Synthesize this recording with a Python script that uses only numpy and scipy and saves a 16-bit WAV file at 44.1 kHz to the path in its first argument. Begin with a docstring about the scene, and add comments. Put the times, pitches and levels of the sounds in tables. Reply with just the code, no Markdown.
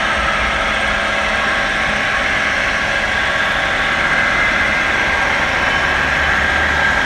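"""An electric motor hums and whines as a home-built winch winds in its cable on a lawn.
Its lines are wavering sines; shaken noise rings a housing resonance around the whine.
Gears grind and hiss as shaped noise, and a V-belt's thin squeak, ringing noise, peaks on every pulley turn.
Steel panels swell one by one as the microphone is carried slowly round; running gear squeals and scrapes.
The frame drones and booms, and light air rumbles on the microphone."""
import sys
import numpy as np
from scipy import signal
from scipy.fft import rfft, irfft, next_fast_len
from scipy.io import wavfile
from scipy.ndimage import uniform_filter1d, map_coordinates

SR = 44100
rng = np.random.default_rng(int(sys.argv[2]) if len(sys.argv) > 2 else 0)


def store_wav(level_fs):
    """Save 16-bit WAV to argv[1]."""
    pcm = np.round(np.clip(np.atleast_2d(level_fs), -1, 1) * 32767)
    wavfile.write(sys.argv[1], SR, pcm.T.astype(np.int16))


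N = 310905

MOTOR_HZ, PULLEY_HZ = 24.5, 14.75  # nominal turns a second, before the clock drifts


def amp(db):
    """Decibels to gain."""
    return 10 ** (np.asarray(db) / 20)


def unit(x):
    """Scale to rms 1."""
    return x / np.sqrt(np.mean(x ** 2) + 1e-20)


def white():
    """Plain white noise over the whole scene."""
    return rng.standard_normal(N)


def curves(rows):
    """One value per sample for each column after the time."""
    times, *columns = np.transpose(rows)
    return [np.interp(np.arange(N) / SR, times, column) for column in columns]


def wobble(rate):
    """A smooth random curve, rate knots a second."""
    knots = rng.standard_normal(int(N * rate / SR) + 4)
    return map_coordinates(knots, [np.arange(N) * rate / SR])


def swell(x, centre, spread):
    """A bell-shaped rise and fall; spread is its standard deviation."""
    return np.exp(-((x - centre) / spread) ** 2 / 2)


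# the microphone's way round the winch (t/s, bearing/degrees)
MICROPHONE_WALK = [(0, 0), (2, 11), (5.5, 41), (7.05, 50)]


def along_walk(levels):
    """Gain that moves from a start level to an end level as the bearing turns."""
    bearing, = curves(MICROPHONE_WALK)
    ends = [MICROPHONE_WALK[0][1], MICROPHONE_WALK[-1][1]]
    return amp(np.interp(bearing, ends, levels))


def filtered(x, response):
    """Weight the spectrum of x by a response of frequency."""
    size = next_fast_len(N + SR // 2)  # padded against wrap-around
    spectrum = rfft(x, size) * response(np.fft.rfftfreq(size, 1 / SR))
    return irfft(spectrum, size)[:N]


def rush(spectrum, peaks=(), patchy_db=0):
    """Noise of rms 1 with a spectrum, resonant humps and narrow patches of colour that shift over time."""
    grid = signal.stft(white(), nperseg=2048)[2]
    field = rng.standard_normal(grid.shape)
    field = uniform_filter1d(field, size=2, axis=0)  # narrow in frequency
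    field = uniform_filter1d(field, size=36, axis=1)  # slow in time
    noise = signal.istft(grid * amp(patchy_db * unit(field)), nperseg=2048)[1][:N]
    points_hz, points_db = np.transpose(spectrum)

    def response(hz):
        slope = np.interp(np.log(hz + 1), np.log(points_hz), points_db)
        humps = sum(db / (1 + (2 * (hz - centre) / width) ** 2) for centre, width, db in peaks)
        return amp(slope + humps)

    return unit(filtered(noise, response))


def ring(drive, modes):
    """Pass a drive through steep-sided resonances; rms 1."""
    def response(f):
        return sum(amp(db) / (1 + ((hz * hz - f * f) / (f * width + 1)) ** 2)
                   for hz, width, db in modes)

    return unit(filtered(drive, response))


def tone(turns, waver_db, stray):
    """A line of rms 1 whose strength and phase waver with the load and the reflections around it."""
    phase = 2 * np.pi * (turns + rng.random()) + stray * wobble(4)  # stray in radians
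    flutter = wobble(1.5) + wobble(13)
    return unit(np.sin(phase) * amp(waver_db * unit(flutter)))


def fading_lines(rows, step_hz, clock, waver_db, stray):
    """A sum of lines at multiples of step_hz; each level slides evenly in dB from start to end."""
    return sum(amp(np.linspace(start, end, N)) * tone(multiple * step_hz * clock, waver_db, stray)
               for multiple, start, end in rows)


def once_a_turn(turns, sharp):
    """A smooth peak on every turn, rms 1."""
    return unit(np.exp(sharp * np.cos(2 * np.pi * turns)))


# motor lines (multiple of the shaft speed, start level/dB, end level/dB)
MOTOR_LINES = [(23, -36.5, -38), (24, -42, -45), (25, -41, -44), (26, -33, -39), (30, -39, -36.5),
               (31, -43, -44), (32, -32.5, -35)]
# reducer lines (multiple of the pulley speed, start level/dB, end level/dB)
REDUCER_LINES = [(10, -56, -40), (11, -44, -47), (14, -36.5, -42), (15, -43, -49), (16, -54, -44),
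                 (18, -47, -42), (21, -50, -45), (36, -47, -47)]
# tones off the shaft orders (f/Hz, start level/dB, end level/dB)
HUM_LINES = [(36.8, -40, -43), (57.2, -37, -45), (253, -47, -42), (536.2, -44, -41), (566.5, -40, -40),
             (599.8, -44, -45), (675.3, -33, -45), (843.5, -43, -40), (1060.8, -43, -43),
             (1108, -43.5, -43), (1111.5, -42, -43), (1820, -50, -39), (1868.2, -45, -41),
             (2376.5, -50, -47), (3025.5, -49, -44)]


def drone(clock):
    """Lines from the motor shaft, the reducer's teeth and the rest of the drive."""
    motor = fading_lines(MOTOR_LINES, MOTOR_HZ, clock, waver_db=1.85, stray=0.34)
    gears = fading_lines(REDUCER_LINES, PULLEY_HZ, clock, waver_db=0.7, stray=0.21)
    hum = fading_lines(HUM_LINES, 1, clock, waver_db=1.5, stray=0.59)
    return motor + gears + hum


WHINE_HZ = 1602.7
SIDES_DB, SHAKE_DB = -4.5, -5.5  # side tones and shaken housing, relative to the throb
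# the throb around the whine (t/s, level/dB)
WHINE_THROB = [(0.8, -25), (1.7, -23.5), (4.4, -19.5), (5.2, -25.5), (6.2, -18), (7.05, -22)]
# side tones (shaft speeds from the whine's centre, relative level/dB)
WHINE_SIDES = [(-2, -6.5), (-1, -6), (1, -10), (2, 0), (3, -7), (4, -6.5), (6, -4.5)]
# the centre tone along the walk (start level/dB, end level/dB)
WHINE_LEVELS = (-34, -21.5)


def whine(clock):
    """A high tone with side tones whole shaft speeds away, over a housing resonance shaken by the gears."""
    throb_db, = curves(WHINE_THROB)
    centre = tone(WHINE_HZ * clock, waver_db=1.1, stray=0.22)
    sides = unit(sum(amp(db) * tone((WHINE_HZ + k * MOTOR_HZ) * clock, waver_db=1.4, stray=0.36)
                     for k, db in WHINE_SIDES))
    shake = white() * once_a_turn(2 * MOTOR_HZ * clock, sharp=0.4)  # two peaks per shaft turn
    housing = ring(shake, [(1615, 170, 0)])
    throb = amp(throb_db) * (amp(SIDES_DB) * sides + amp(SHAKE_DB) * housing)
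    # the load on the teeth rises and falls with each turn of the pulley
    load = once_a_turn(PULLEY_HZ * clock, sharp=0.17)
    return load * (along_walk(WHINE_LEVELS) * centre + throb)


# colours of grind, frame and hiss (f/Hz, relative level/dB per Hz)
GRIND_COLOUR = [(300, -26.5), (480, -10.5), (540, -1), (700, -4), (950, -5), (1250, -2), (1800, 0.5),
                (2150, 2.5), (2450, -3), (2900, -8.5), (3500, -9.5), (4200, -14), (5500, -63)]
FRAME_COLOUR = [(40, -20), (60, -2.5), (100, 8), (150, 3), (250, 5.5), (350, 3.5), (460, 1.5), (600, 0.5),
                (1000, -0.5), (1600, -33.5)]
HISS_COLOUR = [(2500, -19.5), (4000, 0.5), (4400, 5), (4850, -0.5), (5500, 6), (6000, 3), (6700, -0.5),
               (7800, -8), (8800, -28.5), (10500, -14.5), (12200, -51), (13900, -49)]
# resonances of the cast housing (f/Hz, width/Hz, hump level/dB)
HOUSING_MODES = [(1107, 21, 10.5), (1327, 190, 5), (1603, 195, 5.5), (1997, 150, 3), (2625, 58, 6),
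                 (3020, 330, 5), (3370, 116, 5.5), (3655, 37, 7)]
# the three layers along the walk (start level/dB, end level/dB)
GRIND_LEVELS = (-18.5, -19.5)
FRAME_LEVELS = (-32, -27.5)
HISS_LEVELS = (-37.5, -37)


def gearbox(clock):
    """Teeth grind in the cast housing, the frame carries the low part, and sliding steel hisses on top."""
    grind = rush(GRIND_COLOUR, HOUSING_MODES, patchy_db=2.5)
    grind = grind * once_a_turn(MOTOR_HZ * clock, sharp=0.036)
    hiss = rush(HISS_COLOUR, patchy_db=3.0) * once_a_turn(PULLEY_HZ * clock, sharp=0.019)
    frame = rush(FRAME_COLOUR, patchy_db=2.26)
    return (along_walk(GRIND_LEVELS) * grind + along_walk(FRAME_LEVELS) * frame
            + along_walk(HISS_LEVELS) * hiss)


BEAM_DEG = 3.63  # standard deviation of a beam
# modes of the steel panels (f/Hz, width/Hz, level/dB on the beam's axis, beam bearing/degrees)
PANEL_MODES = [(57.5, 17, -34, 0.96), (211, 25, -39.5, 9.3), (420, 240, -36.5, 38.5),
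               (890, 280, -25.5, 51.5), (946, 450, -26, 40.2), (1274, 88, -27.5, 1.3),
               (1380, 200, -27.5, 31), (1664, 40, -28.5, 12.3), (1900, 160, -28, 47.6),
               (2070, 106, -22.5, 31.8), (2100, 480, -23.5, 38.6), (2080, 300, -26, 15.3),
               (3450, 430, -31.5, 24), (5600, 1100, -41, 16.5)]


def panels():
    """Each panel mode radiates in a beam, so it swells and fades as the microphone goes by."""
    bearing, = curves(MICROPHONE_WALK)
    return sum(amp(db) * swell(bearing, beam, BEAM_DEG) * ring(white(), [(hz, width, 0)])
               for hz, width, db, beam in PANEL_MODES)


# squeak resonances (f/Hz, width/Hz, relative level/dB)
SQUEAK_MODES = [(8190, 250, 1.5), (9450, 240, -7), (10480, 110, -21), (12700, 300, -26), (13740, 130, -36)]
# the squeak along the walk (start level/dB, end level/dB)
SQUEAK_LEVELS = (-46.5, -51.5)


def belt(clock):
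    """The belt slips in the pulley's groove with a thin squeak, hardest once a turn."""
    bite = once_a_turn(PULLEY_HZ * clock, sharp=12) * amp(1.2 * wobble(15))
    slip = 1 + 0.24 * bite
    return along_walk(SQUEAK_LEVELS) * ring(white() * slip, SQUEAK_MODES)


SQUEAL_WIDTH_HZ = 20
# brief thin squeals of the running gear (t/s, spread/s, f/Hz, level/dB)
GEAR_SQUEALS = [(5.6, 0.14, 5340, -42), (5.82, 0.11, 3036, -30.5), (6.23, 0.062, 3035, -33)]


def squeals():
    """Noise through narrow, high resonances that come and go."""
    t = np.arange(N) / SR
    return sum(amp(db) * swell(t, at, spread) * ring(white(), [(hz, SQUEAL_WIDTH_HZ, 0)])
               for at, spread, hz, db in GEAR_SQUEALS)


def scrape(at=3.5, spread=0.066, db=-56):
    """One faint, high scrape: a brief swell of noise through a broad resonance."""
    return amp(db) * swell(np.arange(N) / SR, at, spread) * ring(white(), [(11200, 1600, 0)])


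OCTAVE_DB = -11  # the boom's octave, relative to the boom
AIR_DB = -36.5  # middle level, around which the air wavers
# level of the frame's boom (t/s, level/dB)
BOOM_LEVEL = [(0, -40.5), (3.5, -41.5), (5.7, -33), (6.2, -30), (6.8, -28), (7.05, -39)]
# colour of the air (f/Hz, relative level/dB per Hz)
AIR_COLOUR = [(10, -16), (25, 2), (40, 7.5), (60, 6.5), (100, -8), (250, -59)]


def rumble(clock):
    """Air on the microphone and the low, beating boom of the frame on its planks."""
    boom_db, = curves(BOOM_LEVEL)
    steady = tone(5 * PULLEY_HZ * clock, waver_db=1.5, stray=0.8)
    boom = unit(steady + 0.7 * ring(white(), [(73, 14, 0)]))  # tone and noise beat together
    octave = ring(white(), [(145, 25, 0)])
    air = amp(AIR_DB + 0.9 * wobble(2)) * rush(AIR_COLOUR)
    return air + amp(boom_db) * (boom + amp(OCTAVE_DB) * octave)


def scene():
    """The turning parts share one clock, which drifts a little with the load on the cable."""
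    speed = 1 + 0.0008 * wobble(1.5) + 0.0008 * wobble(12)
    clock = np.cumsum(speed) / SR
    drive = drone(clock) + whine(clock) + gearbox(clock)
    steel = panels() + belt(clock) + squeals() + scrape()
    return (drive + steel + rumble(clock))[None]


TOP_HZ = 13980  # band limit


def record(dry):
    """The recorder keeps nothing above its band limit."""
    return filtered(dry[0], lambda hz: hz < TOP_HZ)[None]


dry = scene()
out = record(dry)
store_wav(out)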